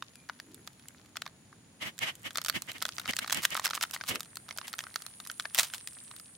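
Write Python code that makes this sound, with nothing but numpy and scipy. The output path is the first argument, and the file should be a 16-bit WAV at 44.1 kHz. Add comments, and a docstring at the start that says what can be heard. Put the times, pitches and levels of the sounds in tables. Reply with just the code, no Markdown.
"""Indoors, close to a stereo microphone, fingers work the foil lid off a small plastic cup.
Creases snap as cracks, fizz and a few cycles of cup ring; the seal tears in rushes of tiny fractures.
Hands rub as scraping and thudding noise, a fingertip slides in narrow bands, and the held foil rustles.
Under it lie a low noise murmur, a thin whine and a wandering high hiss; faint chirping pulses at the start."""
import sys
import numpy as np
from scipy import signal
from scipy.fft import rfft, irfft, next_fast_len
from scipy.io import wavfile
from scipy.ndimage import map_coordinates

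SR = 44100
rng = np.random.default_rng(int(sys.argv[2]) if len(sys.argv) > 2 else 0)


def materialize(psi):
    """Save the field psi as 16-bit PCM at rate SR to the path in sys.argv[1].

    A 1-D psi becomes a single channel; in a 2-D psi each row is a channel.
    """
    bounded = np.clip(np.atleast_2d(psi).T, -1, 1)
    quanta = np.round(bounded * 32767).astype(np.int16)
    wavfile.write(sys.argv[1], SR, quanta)


N = 280917
TIME = np.arange(N) / SR  # s

# large creases snapping: start_s, level_db (before the snaps' common trim), ring_pitch_hz,
# brightness_db (fizz over ring)
CREASES = [(.024, -35.5, 1080, -20), (0.297, -33.5, 1420, -39), (.400, -41, 1710, -10),
           (.545, -47, 1300, 18), (.675, -41, 1230, -2), (.885, -44.5, 2100, 15), (1.157, -44.5, 1300, -28),
           (1.169, -34.5, 1410, -4), (1.220, -35, 1350, -4.5), (1.264, -38, 1130, -17),
           (1.277, -47.5, 1770, -7), (1.528, -51.5, 1170, -53), (1.980, -46, 1570, 6), (1.99, -38, 1740, 9),
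           (2.3073, -43, 1570, -5), (2.357, -32, 1340, -9), (2.373, -31, 1240, 7),
           (2.383, -29.5, 1280, -10), (2.416, -38, 1380, 1), (2.448, -34, 1210, 6), (2.4617, -33, 1390, 0),
           (2.484, -30.5, 1370, -2), (2.4979, -24.5, 1340, -1), (2.717, -39.5, 2050, 2),
           (2.818, -38.5, 1540, -21), (2.824, -28, 1390, 0.5), (2.853, -29, 1500, -7),
           (2.890, -35, 1420, -4.5), (2.983, -33, 1310, -9.5), (2.9984, -36.5, 1430, -2),
           (3.057, -36.5, 1270, -21), (3.135, -33, 1960, -17), (3.1665, -30.5, 1820, 7.5),
           (3.190, -29.5, 1680, -1), (3.245, -36, 1250, -21), (3.279, -37.5, 1390, -7),
           (3.298, -32, 1730, -8), (3.307, -33.5, 1590, -7), (3.452, -23.5, 1600, -9),
           (3.552, -28.5, 1340, -30), (3.575, -31, 1240, -44), (3.596, -33, 1100, -35),
           (3.657, -24.5, 1600, -4), (3.667, -29.5, 1350, -6), (3.708, -31, 1340, -9.5),
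           (3.734, -32.5, 1290, -25), (3.776, -33.5, 1230, -30), (3.811, -32.5, 1370, -6),
           (3.838, -29, 1400, -24), (3.963, -36, 2020, -37), (4.011, -34.5, 1540, -28),
           (4.038, -39, 1240, -13), (4.157, -31, 1320, -3), (4.206, -34.5, 1310, 4),
           (4.3567, -41.5, 1770, 16), (4.37, -37, 1380, 1.5), (4.4897, -42, 1310, -9),
           (4.509, -37.5, 2120, -16), (4.575, -40, 920, 13), (4.585, -34, 1440, -8),
           (4.614, -41, 1070, -18), (4.730, -38.5, 1950, 3), (4.738, -36, 1380, -14),
           (4.790, -32.5, 1720, -4), (4.806, -38.5, 1860, -9), (4.839, -41.5, 1290, -12),
           (4.868, -43, 1490, -41), (4.959, -29, 1280, -7.5), (5.021, -42.5, 1240, 6),
           (5.2011, -42, 1270, -2.5), (5.273, -41.5, 1250, 14), (5.299, -35, 1370, -18),
           (5.315, -43.5, 1990, 16), (5.398, -30, 1470, -5), (5.4543, -32.5, 1690, -29),
           (5.547, -28, 1890, 11), (5.580, -31, 1980, 1), (5.587, -21, 1950, 1.5), (5.5965, -22, 2090, 6),
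           (5.632, -31.5, 1220, 7), (5.737, -35, 1530, -3), (5.874, -36, 1970, 7), (6.113, -45.5, 1060, -8)]
# fine rustle of the foil under the fingers: time_s, level_db (before the rustle's trim)
FOIL_WORK = [(0, -61), (.5, -62.5), (.95, -59.5), (1.1, -66), (1.75, -74.5), (1.95, -59.5), (2.9, -50.5),
             (3.5, -46.5), (4, -53.5), (4.3, -59.5), (4.6, -56), (4.95, -53), (5.2, -55), (6.1, -54.5),
             (6.37, -60.5)]
# relative noise spectra of cup ring, foil crack, foil fizz and tearing seal: frequency_hz, density_db
CUP_SPECTRUM = [(40, -25), (200, -16.5), (430, -18.5), (620, -5.5), (850, -6.5), (1300, -1), (1900, 0),
                (2400, -5), (3200, -33)]
CRACK_SPECTRUM = [(1600, -23.5), (2500, 1.5), (3700, 3.5), (6400, 0.5), (8500, -31.5), (12000, -36.5)]
FIZZ_SPECTRUM = [(5000, -18), (7200, 0.5), (10000, -3), (11200, -9.5), (12500, -3), (16000, -13)]
TEAR_SPECTRUM = [(200, -40), (700, -5), (1250, 0.5), (2000, -1.5), (3200, 1.5), (5800, -1.5), (8000, -3),
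                 (16000, -8.5)]


def amp(db):
    """Decibels to gain."""
    return 10 ** (np.asarray(db) / 20)


def unit(x):
    """Scale to rms 1."""
    return x / np.sqrt(np.mean(x ** 2) + 1e-20)


def along(points, hz):
    """(Hz, value) points read on a log frequency axis."""
    f, value = np.transpose(points)
    return np.interp(np.log(hz + 1), np.log(f), value)


def level_at(points):
    """(s, value) points read at every sample."""
    return np.interp(TIME, *np.transpose(points))


def bump(middle_s, half_s):
    """A smooth bell in time, down to 1/e at half_s from its middle."""
    return np.exp(-((TIME - middle_s) / half_s) ** 2)


def filtered(x, response):
    """x times a response of frequency."""
    size = next_fast_len(N + SR // 2)
    return irfft(rfft(x, size) * response(np.fft.rfftfreq(size, 1 / SR)), size)[..., :N]


def coloured(x, spectrum, size=1024):
    """x through a causal, minimum-phase filter with the given spectrum."""
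    gain = amp(along(spectrum, np.fft.rfftfreq(size, 1 / SR)))
    cepstrum = irfft(np.log(gain))
    # folding the cepstrum forward makes the filter causal
    cepstrum[1:size // 2] *= 2
    cepstrum[size // 2 + 1:] = 0
    impulse = irfft(np.exp(rfft(cepstrum)))
    return signal.fftconvolve(x, impulse[None], axes=1)[:, :x.shape[1]]


def wobble(rate):
    """A smooth random curve, rate knots a second."""
    knots = rng.standard_normal(int(N * rate / SR) + 4)
    return map_coordinates(knots, [TIME * rate / SR])


def pair(length, side_db):
    """Left and right white noise, alike but for a side part."""
    mid, side = rng.standard_normal((2, length))
    side = amp(side_db) * side
    return np.array([mid + side, mid - side])


def placed(x, right_db):
    """A pair leaning to the right, its middle at rms 1."""
    x = x * amp([[-right_db / 2], [right_db / 2]])
    return x / np.sqrt(np.mean(x.mean(axis=0) ** 2) + 1e-20)


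def grains(rate, spread_db, side_db):
    """Tiny fractures at random moments, rate a second, a few much larger than the rest."""
    sizes = amp(spread_db * np.minimum(rng.exponential(size=N), 3))
    return pair(N, side_db) * sizes * (rng.random(N) < rate / SR)


def noise_band(hz, width_hz):
    """Narrow stereo noise: slow noise carried on a centre frequency that may move."""
    slow = filtered(rng.standard_normal((2, 2, N)), lambda f: np.exp(-2 * (f / width_hz) ** 2))
    phase = 2 * np.pi * np.cumsum(hz * np.ones(N)) / SR
    return slow[0] * np.cos(phase) + slow[1] * np.sin(phase)


def background():
    """Room murmur, less alike left and right as pitch rises, a wavering whine and a wandering hiss."""
    # relative murmur spectrum: frequency_hz, density_db
    murmur_spectrum = [(25, -27), (100, 1.5), (260, -1.5), (380, -9.5), (900, -15), (1220, -18.5),
                       (1450, -17), (4000, -20.5), (7500, -25.5), (10500, -20), (11200, -33.5)]
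    # left-right likeness of the murmur: frequency_hz, correlation (0 to 1)
    likeness = [(200, 0.95), (700, 0.51), (3000, 0.043)]
    # the murmur swells a little: time_s, level_db
    murmur_swell = [(0, -61), (3, -58), (5.2, -62)]
    # the wandering hiss: time_s, centre_hz, level_db (before its random wavering)
    hiss_path = [(0.999, 9800, -82.5), (3.798, 9160, -67.5), (5.399, 9720, -60), (6.051, 8980, -57.5),
                 (6.37, 9300, -64)]

    def mid_side_response(f):
        turn = np.arccos(np.clip(along(likeness, f), -1, 1)) / 2
        return amp(along(murmur_spectrum, f)) * [np.cos(turn), np.sin(turn)]

    mid, side = filtered(rng.standard_normal((2, N)), mid_side_response)
    murmur = amp(level_at(murmur_swell)) * unit(np.array([mid + side, mid - side]))
    s, hz, db = np.transpose(hiss_path)
    hiss_gain = amp(np.interp(TIME, s, db) + 3.7 * wobble(12))
    hiss = hiss_gain * placed(noise_band(np.interp(TIME, s, hz), width_hz=1700), right_db=1.0)
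    whine = amp(-72 + 2.5 * wobble(8)) * unit(noise_band(6800, width_hz=230))
    return murmur + hiss + whine


def rustle():
    """The held foil never lies quite still: clumped ticks over soft brushing, brighter when worked harder."""
    level_db = level_at(FOIL_WORK)
    bright = amp((level_db - level_db.mean()) / 2)

    def ticks(spectrum, rate):
        return unit(coloured(grains(rate, spread_db=9, side_db=-1.5), spectrum))

    brush = placed(coloured(pair(N, side_db=-2), TEAR_SPECTRUM), right_db=2)
    crinkle = ticks(CUP_SPECTRUM, rate=400) + ticks(CRACK_SPECTRUM, rate=260)
    crinkle = crinkle + amp(-3) * (brush + bright * ticks(FIZZ_SPECTRUM, rate=300))
    clumps = unit(amp(3.5 * wobble(30)))
    return amp(level_db - 9.5) * clumps * crinkle


def snap(hz, bright_db, ring_t60=0.011, cup_t60=0.023, crack_t60=0.018, fizz_t60=0.012,
         mode_db=2, edge_db=9, lead_in_db=-13):
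    """A crease flips in quick steps: sharp cracks from the foil and a few cycles of the hand-damped cup."""
    crack_db, crack_follows = 3.5, 0.37  # crack over ring; share of the brightness it takes on
    t = np.arange(-(SR // 200), SR // 30) / SR  # s, the flip at 0

    def fade(t60, delay=0):
        return (t >= delay) * amp(-60 * np.abs(t - delay) / t60)

    def facet(spectrum):  # each facet has its own colour
        return [(f, db + rng.normal(0, 0.82)) for f, db in spectrum]

    def mode(pitch_hz):
        return unit(np.sin(2 * np.pi * pitch_hz * t) * fade(ring_t60) * (1 - fade(0.003)))

    # a weak noise lead-in that softens the attack
    lead_in = amp(lead_in_db) * (t < 0) * np.exp(-np.abs(t) / 0.00067)
    late_steps = sum(rng.random() * fade(0.00027, delay) for delay in rng.uniform(-.0005, 0.0031, size=2))
    steps = fade(0.0014) + late_steps

    def burst(spectrum, t60, side_db):
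        envelope = lead_in + fade(t60) + amp(edge_db) * steps
        return coloured(pair(len(t), side_db) * envelope, spectrum)

    cup = unit(burst(CUP_SPECTRUM, cup_t60, side_db=-10))
    ring = placed(cup + amp(mode_db) * mode(hz), right_db=-0.4)
    ping = amp(-4) * mode(rng.uniform(2700, 5400))
    foil = unit(burst(facet(CRACK_SPECTRUM), crack_t60, side_db=-7.5))
    crack = placed(foil + ping, right_db=rng.normal(2.0, 3.6))
    fizz = placed(burst(facet(FIZZ_SPECTRUM), fizz_t60, side_db=-4), right_db=rng.normal(1.6, 1.2))
    # a sharper fold moves energy from ring to fizz
    shares = amp([0, crack_db + crack_follows * bright_db, bright_db])
    return np.tensordot(shares / np.linalg.norm(shares), [ring, crack, fizz], 1)


def neighbours():
    """Rows like CREASES: around each snap a crease beside it flips, mostly weaker and of similar colour."""
    under_db, scatter_s = -14.5, .012  # mean level against the snap; time spread
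    shift, size, pitch, bright = rng.standard_normal((len(CREASES), 4)).T
    s, db, hz, bright_db = np.transpose(CREASES)
    return list(zip(np.abs(s + scatter_s * shift), db + under_db + 2.8 * size,
                    hz * np.exp(.18 * pitch), bright_db + 6 * bright))


def small_creases(count=45):
    """Rows like CREASES, by chance: the harder the foil is worked, the more small creases flip and the louder."""
    over_db, spread_db = 7.5, 4  # over the FOIL_WORK level, both before their trims
    ring_hz, bright_db, bright_spread_db = 1455, 5, 6
    level_db = level_at(FOIL_WORK)
    work = np.cumsum(amp(level_db))
    # one crease at random in each equal share of the work
    at = np.searchsorted(work, work[-1] * (np.arange(count) + rng.random(count)) / count)
    size, pitch, bright = rng.standard_normal((count, 3)).T
    return list(zip(TIME[at], level_db[at] + over_db + spread_db * size,
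                    ring_hz * np.exp(.18 * pitch), bright_db + bright_spread_db * bright))


def snaps():
    """Every crease, large or small, snaps by the same law."""
    out = np.zeros((2, N + SR))
    lead = SR // 200  # samples of lead-in ahead of each flip
    for s, db, hz, bright_db in CREASES + neighbours() + small_creases():
        click = amp(db) * snap(hz, bright_db)
        out[:, int(s * SR):][:, :click.shape[1]] += click
    return amp(-8.0) * out[:, lead:lead + N]


def chirps(count=4):
    """A thin, insect-like band pulses evenly, then stops."""
    first_s, period_s, half_s = 0.18, 0.223, 0.084
    pulses = sum(bump(first_s + k * period_s, half_s) for k in range(count))
    return amp(-65.5) * pulses * unit(noise_band(10260, width_hz=480))


def slides():
    """A sliding fingertip chatters in one narrow band, a soft low groan or a thin squeak."""
    # a fingertip on the cup: middle_s, half_length_s, centre_hz, width_hz, level_db
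    strokes = [(0.205, 0.051, 2390, 70, -66.5), (.54, .098, 321.5, 148, -58), (4.139, .04, 448.4, 265, -46)]
    return sum(amp(db) * bump(s, half) * unit(noise_band(hz, width)[0])
               for s, half, hz, width, db in strokes)


def rubs():
    """Skin drags in uneven slips: a dry scrape with flaring resonances and a soft thud beneath it."""
    # hands rubbing: middle_s, half_length_s, scrape_db (gain), thud_db (gain)
    strokes = [(1.827, .015, -38, -50), (1.87, 0.025, -39.5, -47), (2.033, 0.019, -33, -44.5),
               (2.084, 0.023, -35.5, -55), (2.265, 0.019, -39, -49), (2.562, .017, -34.5, -41),
               (2.696, 0.014, -41, -50), (2.761, 0.018, -48, -55.5), (3.096, 0.012, -32, -38.5),
               (3.228, 0.013, -40.5, -50), (3.373, 0.028, -36, -43.5), (3.527, 0.016, -37, -49.5),
               (4.112, 0.017, -35.5, -42), (4.153, .018, -41.5, -47.5), (4.652, 0.014, -50, -67)]
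    # relative spectra of scrape and thud: frequency_hz, density_db
    scrape_spectrum = [(350, -26), (500, 2.5), (1600, 3), (2100, 4), (3200, 5.5), (4200, -1), (10200, -9.5),
                       (11200, -12.5), (12600, -7), (15500, -46)]
    thud_spectrum = [(35, -16), (75, -3), (150, 1), (290, -1), (450, -11.5), (800, -24)]
    # resonances of the scrape: centre_hz, width_hz, level_db (against the plain scrape)
    resonances = [(1220, 380, -18), (2084, 620, -1), (2964, 540, -1.5)]
    envelopes = np.array([bump(s, half) for s, half, _, _ in strokes])
    scrape_gain, thud_gain = amp(np.array(strokes)[:, 2:].T) @ envelopes
    flares = sum(amp(db) * unit(amp(4.2 * wobble(70)) * noise_band(hz, width))
                 for hz, width, db in resonances)
    slips = unit(amp(3.8 * wobble(140)))
    skin = unit(coloured(pair(N, side_db=-0.5), scrape_spectrum))
    scrape = slips * placed(skin + flares, right_db=1.0)
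    thud = placed(coloured(pair(N, side_db=-3.0), thud_spectrum), right_db=9.5)
    return scrape_gain * scrape + thud_gain * thud


def tears():
    """The glue parts in uneven rushes of fractures that swell and die."""
    # the seal giving way: peak_s, level_db, rise_s
    rushes = [(3.327, -21, 0.0038), (3.436, -30.5, 0.0076), (3.452, -17.5, 0.0024), (3.569, -25.5, 0.0028),
              (3.651, -25, 0.0061), (3.752, -27, 0.0047), (3.83, -23.5, 0.0057), (3.942, -30.5, 0.0063),
              (4.090, -28.5, 0.0094), (4.683, -40, 0.007), (5.555, -36.5, 0.0067), (5.593, -18.5, 0.0077),
              (5.640, -34, 0.017), (5.747, -37, 0.0086)]
    fall = 1.11  # time a tear takes to die, over its rise
    pull = sum(amp(db) * np.exp(-np.maximum(s - TIME, (TIME - s) / fall) / rise) for s, db, rise in rushes)
    catches = unit(amp(2.5 * wobble(330)))
    fractures = grains(rate=8200, spread_db=8.0, side_db=-7.0)
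    return pull * catches * placed(coloured(fractures, TEAR_SPECTRUM), right_db=1.5)


def room(x, t60=0.21, early_db=-19, tail_db=-23):
    """Hands and table answer within milliseconds, the room with a weak tail, both as decaying noise."""
    t = np.arange(SR // 3) / SR

    def shaped(envelope):
        return rng.standard_normal((2, len(t))) * envelope / np.linalg.norm(envelope)

    early = shaped((t > .002) * amp(-60 * t / 0.028))
    tail = shaped((t > .008) * amp(-60 * t / t60))
    return signal.fftconvolve(x, amp(early_db) * early + amp(tail_db) * tail, axes=1)[:, :N]


def scene():
    """Foil, cup and hands in the room, over the background and the chirping."""
    handling = snaps() + tears() + rubs() + slides() + rustle()
    return handling + room(handling) + background() + chirps()


def record(dry):
    """The recorder cuts the deep bass and falls off very steeply above its band limit."""
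    top_hz = 16100
    low_cut = signal.butter(2, 45, "highpass", fs=SR, output="sos")
    return filtered(signal.sosfilt(low_cut, dry), lambda hz: 1 / (1 + (hz / top_hz) ** 120))


dry = scene()
out = record(dry)
materialize(out)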